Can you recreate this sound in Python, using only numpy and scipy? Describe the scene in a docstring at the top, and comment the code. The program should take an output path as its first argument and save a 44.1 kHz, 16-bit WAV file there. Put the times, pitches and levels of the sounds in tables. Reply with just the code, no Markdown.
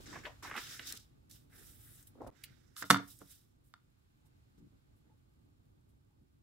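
"""Paper and a steel ruler

Hands smooth paper on a cutting mat in a quiet workshop: fibres hiss, sheets buckle, creases snap.
A steel ruler is dragged in, touches, slaps flat and bounces, ringing with the table, then is nudged
into place. Ventilation rumble and faint microphone hiss lie underneath; later a hand comes to rest
on the table with a soft bump and three faint pips sound."""
import sys
import numpy as np
from scipy import signal
from scipy.fft import rfft, irfft, next_fast_len
from scipy.io import wavfile

SR = 44100
rng = np.random.default_rng(int(sys.argv[2]) if len(sys.argv) > 2 else 0)


def bounce(signal):
    """Save signal as a 16-bit WAV file at the path given by the first command-line argument."""
    frames = np.transpose(np.atleast_2d(signal))
    limited = np.clip(frames, -1, 1)
    pcm = np.round(limited * 32767).astype(np.int16)
    wavfile.write(sys.argv[1], SR, pcm)


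N = 283328

# level rides of the rumble (ventilation, hands on the table) and the hiss, in sections: time_s, level_db
RUMBLE_RIDE = [
    [(0.0, -56.5), (0.44, -62), (1.08, -64), (1.8, -62), (2.12, -63), (2.303, -57)],
    [(2.312, -73), (2.52, -64), (2.85, -69.5), (3.1, -65), (3.77, -70.5), (4.42, -67), (5.5, -67),
     (6.42, -68.5)],
]
HISS_RIDE = [
    [(0, -63), (1.2, -80), (2.303, -76.5)],
    [(2.312, -80.5), (3.5, -83), (4.4, -79), (6.42, -84.5)],
]
# EQ curves of the rumble, the hiss, friction near the table and the bass-light room: freq_hz, gain_db
RUMBLE_EQ = [(12, -32.5), (20, -17.5), (53, -3.5), (80, -3.5), (113, -0.5), (156, -8), (176, -12),
             (290, -11), (460, -22), (782, -29.5), (852, -24.5), (977, -35), (1200, -28), (1560, -63),
             (2640, -120)]
HISS_EQ = [(410, -21), (700, -11.5), (1390, -9), (1530, -7), (1670, -12), (4480, -15), (4720, -19),
           (5170, -16), (5810, -23), (6880, -17), (9520, -23.5), (12500, -19), (15600, -19.5)]
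FRICTION_EQ = [(250, 8), (800, -7), (1050, -9), (1300, 2), (1900, 1), (2500, -5), (3300, -2), (3800, 3),
               (4250, -4), (5300, 1), (6600, -4), (7500, 1), (12500, 2), (16000, 0)]
ROOM_EQ = [(100, -16), (400, -8), (1500, -4.5), (5000, -2), (15000, -1)]
# stereo image of the background bed and of close noises: freq_hz, left_right_correlation
BED_IMAGE = [(60, 1), (150, 0.57), (380, -0.41), (950, -0.53), (2380, -0.35), (5980, -0.08), (15000, -0.81)]
CLOSE_IMAGE = [(60, 0.94), (150, 0.82), (380, 0.27), (950, 0.27), (2380, 0.37), (5980, 0.057),
               (15000, 0.01)]
# reverb time of the workshop: freq_hz, t60_s
ROOM_DECAY = [(100, 0.18), (500, .25), (1500, 0.24), (5000, 0.23), (15000, 0.043)]
# faint pips: start_s, hold_s, level_db
PIP_CUES = [(4.24, .025, -84), (5.09, .025, -79), (6.099, .03, -84)]
# a hand settles on the table: start_s, rise_s, hold_s, fade_s, level_db
HAND_RESTS = [(4.57, .015, 0.091, 0.022, -61), (6.2, .015, 0.036, .06, -70), (0.058, 0.026, .1, .15, -58)]
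# hands, sheets and the ruler's edge slide over paper; sheen and body are relative to the hiss:
# start_s, rise_s, hold_s, fade_s, hiss_db, sheen_db, body_db, pan_db
PAPER_SLIDES = [(0.0, 0.0074, 0.043, .02, -65, -2.5, -23, 1), (0.055, .004, 0.1, 0.26, -58, -10.5, -5.5, 1),
                (0.227, 0.013, .025, 0.11, -63.5, -8, 7.5, -5),
                (0.427, 0.0044, 0.0019, .23, -49, -9.5, -9, -2),
                (0.534, 0.042, 0.16, 0.3, -50.5, -6, -5.5, -1.5),
                (0.8, .03, 0.042, .03, -56.5, -19, -7.5, -2),
                (0.844, 0.026, 0.024, 0.11, -46, -3.5, -13, -1.5),
                (0.935, .035, 0.0046, 0.023, -52.5, -6, -27, -3),
                (0.988, 0.0093, .002, 0.11, -63.5, -1.5, -27, -2),
                (1.294, 0.0042, 0.066, 0.14, -66, 2, -14, -3.5),
                (1.497, 0.062, 0.12, 0.45, -67, 7, -6.5, -3), (1.727, 0.082, 0.19, .15, -70, 9, -4.5, -0.5),
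                (2.066, .006, 0.0031, 0.039, -70.5, 12, -12, -2),
                (2.208, .008, 0.036, .03, -78.5, -4.5, 3, 3),
                (2.264, 0.0091, 0.0032, 0.024, -69.5, 4.5, -7, -4),
                (2.299, 0.075, .06, .9, -76, -6.5, 0, -12.5),
                (2.435, 0.002, 0.0047, 0.028, -68.5, 19, -11, -2),
                (2.76, 0.016, 0.042, .01, -56, 7, -21, -2.5),
                (2.821, 0.0041, 0.0015, 0.017, -45.5, -4, 6.5, -2),
                (2.841, 0.012, .03, .08, -61.5, 2, -14, -1), (2.99, 0.0092, .07, .02, -74.5, 3, -4, -1),
                (3.07, .008, 0.016, 0.29, -65, 6.5, -19, -3.5),
                (3.179, .035, 0.0032, 0.12, -68, 1.5, -3, -3), (3.24, 0.078, 0.0085, .2, -64, 3, -11.5, -3),
                (3.63, .015, .04, .1, -88, 9, -10, -4), (4.248, .01, .015, .03, -86, 7, -6, -7),
                (4.572, .008, .01, .04, -84, 1, -4, -2), (4.95, .015, .02, .05, -95, 12, -6, -2),
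                (5.88, .01, .015, .04, -90.5, 7, -6, 0)]
# the sheet bends; body is relative to the buckling: start_s, rise_s, hold_s, fade_s, buckling_db, body_db
PAPER_BENDS = [(0.0, 0.0036, 0.0085, .04, -60, -25), (0.057, 0.0049, 0.043, 0.12, -62, -2.5),
               (0.087, 0.071, .003, 0.12, -51.5, -1), (0.235, 0.019, 0.0018, 0.033, -48, 1),
               (0.426, 0.0025, .1, 0.081, -57, 6.5), (0.539, 0.038, .002, 0.047, -47, -1),
               (0.791, 0.0056, 0.0022, 0.052, -52, 5.5), (0.881, 0.048, .005, 0.088, -60.5, 4),
               (1.498, 0.032, 0.094, 0.091, -74, 4.5), (2.15, 0.028, 0.012, 0.044, -57, -30),
               (2.199, .008, 0.026, .15, -52, -16.5), (2.263, 0.0051, 0.028, 0.0032, -54.5, -18),
               (2.819, .005, 0.013, .05, -51, -16), (2.987, 0.0061, 0.0038, 0.085, -51.5, -4.5),
               (3.201, 0.02, .002, 0.057, -53.5, -31), (5.039, .015, 0.043, .1, -75, -13)]
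# creases let go; crack is relative to the level: start_s, level_db, pitch_hz, t60_s, pan_db, crack_db
CREASE_SNAPS = [(0.128, -44, 1230, 0.076, -8, -19), (0.137, -56, 1170, 0.035, 0.5, -29),
                (0.157, -40.5, 1030, 0.087, -4, -20), (0.254, -35.5, 1980, 0.069, 14.5, -32),
                (0.266, -40, 706, 0.12, 5, -28), (0.425, -47, 1220, 0.11, 4, 0),
                (0.447, -40, 1150, 0.13, -4, -18), (0.498, -39.5, 1260, 0.03, -4, -5),
                (0.5127, -31.5, 1330, 0.024, 1, -38), (0.541, -35, 1440, 0.038, -2, -23),
                (0.551, -34, 1240, 0.19, -3.5, -20), (0.563, -35.5, 2010, 0.094, -5, -5.5),
                (0.577, -32.5, 1590, 0.056, -11, -23), (0.7946, -31.5, 2120, 0.016, -4, -23),
                (0.924, -31.5, 5100, 0.019, 3, 10), (0.953, -39, 6960, 0.015, 0, -18),
                (0.973, -48.5, 4180, 0.037, -11, 12), (1.311, -50.5, 4900, 0.06, -8, 7.5),
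                (1.324, -49, 7300, 0.069, 5, -17), (2.027, -50.5, 9000, 0.036, 6, -4),
                (2.153, -53.5, 440, 0.038, 3, -27), (2.213, -43.5, 404, 0.074, 14, -34),
                (2.2185, -37, 525, 0.02, 11, -15), (2.236, -45, 407, 0.016, -10, -37),
                (2.245, -44, 520, 0.034, 2, -35), (2.265, -44, 690, 0.012, 12, -13),
                (2.272, -42.5, 510, 0.01, 1, -2), (2.4388, -38.5, 2760, 0.026, -7.5, 2),
                (2.445, -46.5, 2430, 0.016, -8, -6), (2.766, -37, 4405, 0.01, -14, -16),
                (3.08, -53, 6850, 0.03, -3, -11), (3.17, -54, 8100, 0.034, 5, -11),
                (3.189, -47.5, 8370, 0.03, -7, -8)]
# modes of the ruler, damped by the paper, and of the table top: pitch_hz, level_db, t60_s
RULER_MODES = [(724, -18, 0.08), (1018, -21, 0.029), (1254.5, -5.5, .022), (1398.7, -2.5, 0.027),
               (1642, -9.5, 0.012), (1810, -13.5, 0.018), (2063, -11, 0.013), (3010, -7, 0.0046),
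               (3590, -7, .012), (4440, -9, .012), (5100, -12, 0.0078), (6940, -19.5, .012),
               (7870, -22, 0.031), (10200, -22.5, 0.004)]
TABLE_MODES = [(115, -11, 0.2), (143, -7, 0.16), (189, -8, 0.22), (230, -12, 0.098), (283, -6.5, 0.23),
               (330, -16, 0.046), (406, -18, 0.045), (465, -16, .08)]
# the ruler's edge drags over paper: time_s, level_db
DRAG_RIDE = [(2.766, -53), (2.778, -58), (2.8, -63.5), (2.822, -60.5), (2.87, -67.5)]
# ruler hits; crack and thud are relative to the blow: start_s, blow_db, brightness_hz, crack_db, thud_db
RULER_HITS = [(2.8239, -34.5, 3000, -16.5, -19.5), (2.8412, -39.5, 4000, -15, -10),
              (2.9031, -10, 4360, 0, -17.5), (2.9085, -7.5, 9150, -2, -14), (2.9130, -16, 2980, -20.5, -10),
              (2.9168, -22, 2500, -21.5, -4), (2.945, -19, 3600, -43.5, -20.5),
              (2.96, -25.5, 2540, -30, -11), (2.963, -29.5, 3000, -11, -5.5),
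              (2.9706, -34, 3040, -2.5, -6.5), (3.2163, -44.5, 1200, -21, -6),
              (3.7393, -46, 12000, -20, -26.5)]

TIME_S = np.arange(N) / SR


def from_db(db):
    """Decibels to gain."""
    return 10 ** (np.asarray(db) / 20)


def unit_rms(x):
    """Scale to an rms of 1."""
    return x / np.sqrt(np.mean(x ** 2) + 1e-20)


def pan(pan_db):
    """Left and right gains, pan_db apart; positive leans left."""
    return from_db([[pan_db / 2], [-pan_db / 2]])


def band_filter(x, order, hz, kind):
    """Butterworth filter."""
    return signal.sosfilt(signal.butter(order, hz, kind, fs=SR, output="sos"), x)


def at_hz(curve, hz):
    """Read a curve on a log-frequency axis."""
    freqs, values = np.array(curve).T
    return np.interp(np.log(hz), np.log(freqs), values)


def ride(sections, rest_db):
    """A fader ride in dB, sitting at rest_db outside its sections."""
    level_db = np.full(N, float(rest_db))
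    for section in sections:
        times, levels = np.array(section).T
        inside = (TIME_S >= times[0] - .001) & (TIME_S <= times[-1] + .001)
        level_db[inside] = np.interp(TIME_S[inside], times, levels)
    return level_db


def drift(rate_hz):
    """A smooth random wobble, rms 1."""
    step, settle = 40, 2000
    pole = np.exp(-2 * np.pi * rate_hz * step / SR)
    noise = rng.standard_normal(N // step + settle + 2)
    slow = signal.lfilter([1], [1, -2 * pole, pole * pole], noise)[settle:]
    return np.interp(np.arange(N) / step, np.arange(len(slow)), unit_rms(slow))


def swell(start, rise, hold, fade):
    """Span and gain of one gesture: up 18 dB, hold, then down 60 dB over two fade times."""
    rise, hold, fade = np.maximum([rise, hold, fade], .001)
    length_s = rise + hold + 2 * fade
    t = np.arange(round(length_s * SR)) / SR
    level_db = np.interp(t, [0, rise, rise + hold, length_s], [-18, 0, 0, -60])
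    at = round(start * SR)
    return slice(at, at + len(t)), from_db(level_db)


def stereo_noise(eq, image, low_hz, high_hz):
    """A band of equalised noise, its width set by mid-side mixing; rms 1."""
    hz = np.maximum(np.arange(N // 2 + 1) * SR / N, 1)
    skirts = 1 / np.sqrt((1 + (low_hz / hz) ** 14) * (1 + (hz / high_hz) ** 14))
    mid, side = rfft(rng.standard_normal((2, N))) * from_db(at_hz(eq, hz)) * skirts
    correlation = at_hz(image, hz)
    spectrum = np.sqrt(1 + correlation) * mid + np.sqrt(1 - correlation) * side * [[1], [-1]]
    return unit_rms(irfft(spectrum, N))


def ring(drive, hz, t60):
    """One resonance: a unit click starts a dying sine of height 1."""
    radius, angle = from_db(-60 / (t60 * SR)), 2 * np.pi * hz / SR
    return signal.lfilter([0, np.sin(angle)], [1, -2 * radius * np.cos(angle), radius ** 2], drive + 1e-18)


def crack(t60, low_hz, high_hz):
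    """A bright, fast-dying noise transient, partly different on each side."""
    t = np.arange(SR // 10) / SR
    noise = rng.standard_normal(len(t)) + rng.standard_normal((2, len(t)))
    attack = 1 - np.exp(-t / .0006)
    return .4 * band_filter(noise, 2, [low_hz, high_hz], "band") * attack * from_db(-60 * t / t60)


def background():
    """The bed: wavering ventilation rumble under smooth microphone hiss."""
    rumble = stereo_noise(RUMBLE_EQ, BED_IMAGE, 15, 2100) * pan(-1.7)
    rumble *= from_db(ride(RUMBLE_RIDE, rest_db=-66.5) + 1.3 * drift(9))
    hiss = stereo_noise(HISS_EQ, BED_IMAGE, 560, 18000) * pan(-.95)
    return rumble + hiss * from_db(ride(HISS_RIDE, rest_db=-86))


def pips():
    """Brief faint tones: noise through one narrow resonance."""
    tone = unit_rms(ring(rng.standard_normal(N), hz=857, t60=.08))
    envelope = np.zeros(N)
    for start, hold, level_db in PIP_CUES:
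        span, gain = swell(start, rise=.0098, hold=hold, fade=.036)
        envelope[span] += from_db(level_db) * gain
    return envelope * tone


def workshop_reverb(dry):
    """A short room tail: ten feedback delays a side, dying fastest in the top end."""
    size = next_fast_len(N + SR)
    hz = np.maximum(np.arange(size // 2 + 1) * SR / size, 1)
    t60, delays_s = at_hz(ROOM_DECAY, hz), rng.uniform(.006, .03, (2, 10))
    response = np.zeros((2, len(hz)), complex)
    for k in range(10):
        delay = delays_s[:, k, None]
        loop = from_db(-60 * delay / t60) * np.exp(-2j * np.pi * hz * delay)
        response += (-1) ** k * loop / (1 - loop)
    send = rfft(dry.mean(axis=0), size) * from_db(at_hz(ROOM_EQ, hz))
    return irfft(send * response, size)[:, :N]


def hand_bumps():
    """The weight of a hand settling on the table makes a soft, low bump."""
    weight = np.zeros(N)
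    for *shape, level_db in HAND_RESTS:
        span, gain = swell(*shape)
        weight[span] += from_db(level_db) * gain
    return weight * stereo_noise([(20, 0), (20000, 0)], CLOSE_IMAGE, 70, 336)


def paper_gestures():
    """Stereo gains of the hiss, sheen, body and buckling layers; overlapping gestures add in power."""
    power = np.zeros((4, 2, N))
    for *shape, hiss_db, sheen_db, body_db, pan_db in PAPER_SLIDES:
        span, gain = swell(*shape)
        layers = from_db(hiss_db + np.array([0, sheen_db, body_db, body_db - 11]))   # slight buckling
        power[:, :, span] += (layers[:, None, None] * pan(pan_db) * gain) ** 2
    for *shape, buckling_db, body_db in PAPER_BENDS:
        span, gain = swell(*shape)
        layers = from_db([buckling_db + body_db, buckling_db])
        power[2:, :, span] += (layers[:, None, None] * pan(-2) * gain) ** 2
    return np.sqrt(power)


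def paper_friction():
    """Catching fibres make a dense hiss; the sheet's body and its buckling sound lower and grainier."""
    # hiss, sheen, body, buckling: low_hz, high_hz, grain_db, grain_hz
    layers = [(2600, 7000, 1.2, 40), (7000, 17000, 1.1, 50), (1000, 2600, 2.2, 60), (250, 1000, 2.5, 40)]
    out, pressure = 0, drift(30)
    for (low_hz, high_hz, grain_db, grain_hz), gain in zip(layers, paper_gestures()):
        edges, layer = np.geomspace(low_hz, high_hz, num=4), 0
        for low, high in zip(edges, edges[1:]):
            noise = stereo_noise(FRICTION_EQ, CLOSE_IMAGE, low, high)
            share_db = at_hz(FRICTION_EQ, np.sqrt(low * high)) + 10 * np.log10(high - low)
            colour_db = 1.5 * drift(6)   # the colour shifts as the hand travels
            flutter_db = grain_db * (.7 * pressure + drift(grain_hz))
            layer += noise * from_db(share_db + colour_db + flutter_db)
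        out += unit_rms(layer) * gain
    return out


def crease_snaps():
    """A crease lets go: quick slips ring the patch of sheet around it, topped by a bright crack."""
    size = SR // 10
    out, t = np.zeros((2, N + size)), TIME_S[:size]
    for start, level_db, hz, t60, pan_db, crack_db in CREASE_SNAPS:
        slips = rng.standard_normal(size) * from_db(-60 * t / t60) * (1 - np.exp(-t / .0005))
        slips[0] = from_db(14)   # the first slip is the hardest
        slips = band_filter(slips, 3, [hz / 1.5, min(hz * 2.34, SR / 3)], "band")
        body = ring(slips, hz, 4.5 / hz) + .6 * ring(slips, 1.45 * hz, 5 / hz)
        snap = body / np.abs(body).max() + from_db(crack_db) * crack(t60 / 2, 4000, 15000)
        at = round(start * SR)
        out[:, at:at + size] += from_db(level_db) * pan(np.clip(pan_db, -6, 4)) * snap
    return out[:, :N]


def ruler_drag():
    """The edge scraping over paper sets the steel humming, less damped than when it lies flat."""
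    scrape = from_db(ride([DRAG_RIDE], rest_db=-130) + 2 * drift(80))
    hum = 0
    for hz, level_db, t60 in RULER_MODES:
        mode = unit_rms(ring(rng.standard_normal(N), hz, 4.7 * t60))
        hum += mode * from_db(.94 * level_db)   # slightly more even than when struck
    return scrape * hum


def hiss_swell(start_s=2.8985, peak_s=2.9032):
    """A bright hiss swells for 5 ms into the slap."""
    envelope = np.interp(TIME_S, [start_s, peak_s, peak_s + .002], [0, 1, 0])
    return from_db(-30) * envelope * stereo_noise(FRICTION_EQ, CLOSE_IMAGE, 2000, 15000)


def ruler_rattle(start_s=2.915, end_s=2.99):
    """The ruler shivers on the paper after the slap: a bright, fluttering fizz."""
    envelope = np.interp(TIME_S, [start_s - .005, start_s, end_s - .02, end_s], [.0048, 1, .025, .0038])
    shiver = from_db(-43 + 2.5 * drift(120))
    return envelope * shiver * stereo_noise(FRICTION_EQ, CLOSE_IMAGE, 3700, 21000)


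def ruler_hits():
    """Each hit rings steel and table, duller for a softer contact; returns steel, wood and crack stems."""
    steel, wood, cracks = np.zeros(N), np.zeros(N), np.zeros((2, N))
    size = SR // 2
    for start, blow_db, brightness_hz, crack_db, thud_db in RULER_HITS:
        at = round(start * SR)
        contact = band_filter(signal.unit_impulse(size), 2, brightness_hz, "low")
        for stem, modes, drive_db in ((steel, RULER_MODES, blow_db), (wood, TABLE_MODES, blow_db + thud_db)):
            for hz, level_db, t60 in modes:
                gain = from_db(drive_db + level_db + rng.normal(0, 1))
                stem[at:at + size] += gain * ring(contact, hz, t60)
        cracks[:, at:at + SR // 10] += from_db(blow_db + crack_db) * crack(.03, 3000, 10000) * pan(3.6)
    return steel, wood, cracks


def ruler():
    """Drag, hiss swell, hits and rattle; the ringing sits to the right and arrives there first."""
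    steel, wood, cracks = ruler_hits()
    steel = band_filter(steel + ruler_drag(), 4, 950, "high")   # a narrow strip radiates little bass
    right = steel + band_filter(wood, 2, 110, "high")
    left = np.interp(TIME_S - .00007, TIME_S, right)
    return (np.array([left, right]) + cracks + ruler_rattle() + hiss_swell()) * pan(-3.5)


def scene():
    """Paper and ruler up close over the bed; only snaps and ruler feed the reverb."""
    accents = crease_snaps() + ruler()
    close = paper_friction() + accents + hand_bumps()
    return close + from_db(-14) * workshop_reverb(accents) + background() + pips()


def record(dry):
    """The level dips for 9 ms, and a steep low-pass takes off the very top."""
    dip = np.where((TIME_S > 2.303) & (TIME_S < 2.312), from_db(-14), 1)
    return signal.sosfilt(signal.cheby2(20, 50, 16050, fs=SR, output="sos"), dry * dip)


dry = scene()
out = record(dry)
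bounce(out)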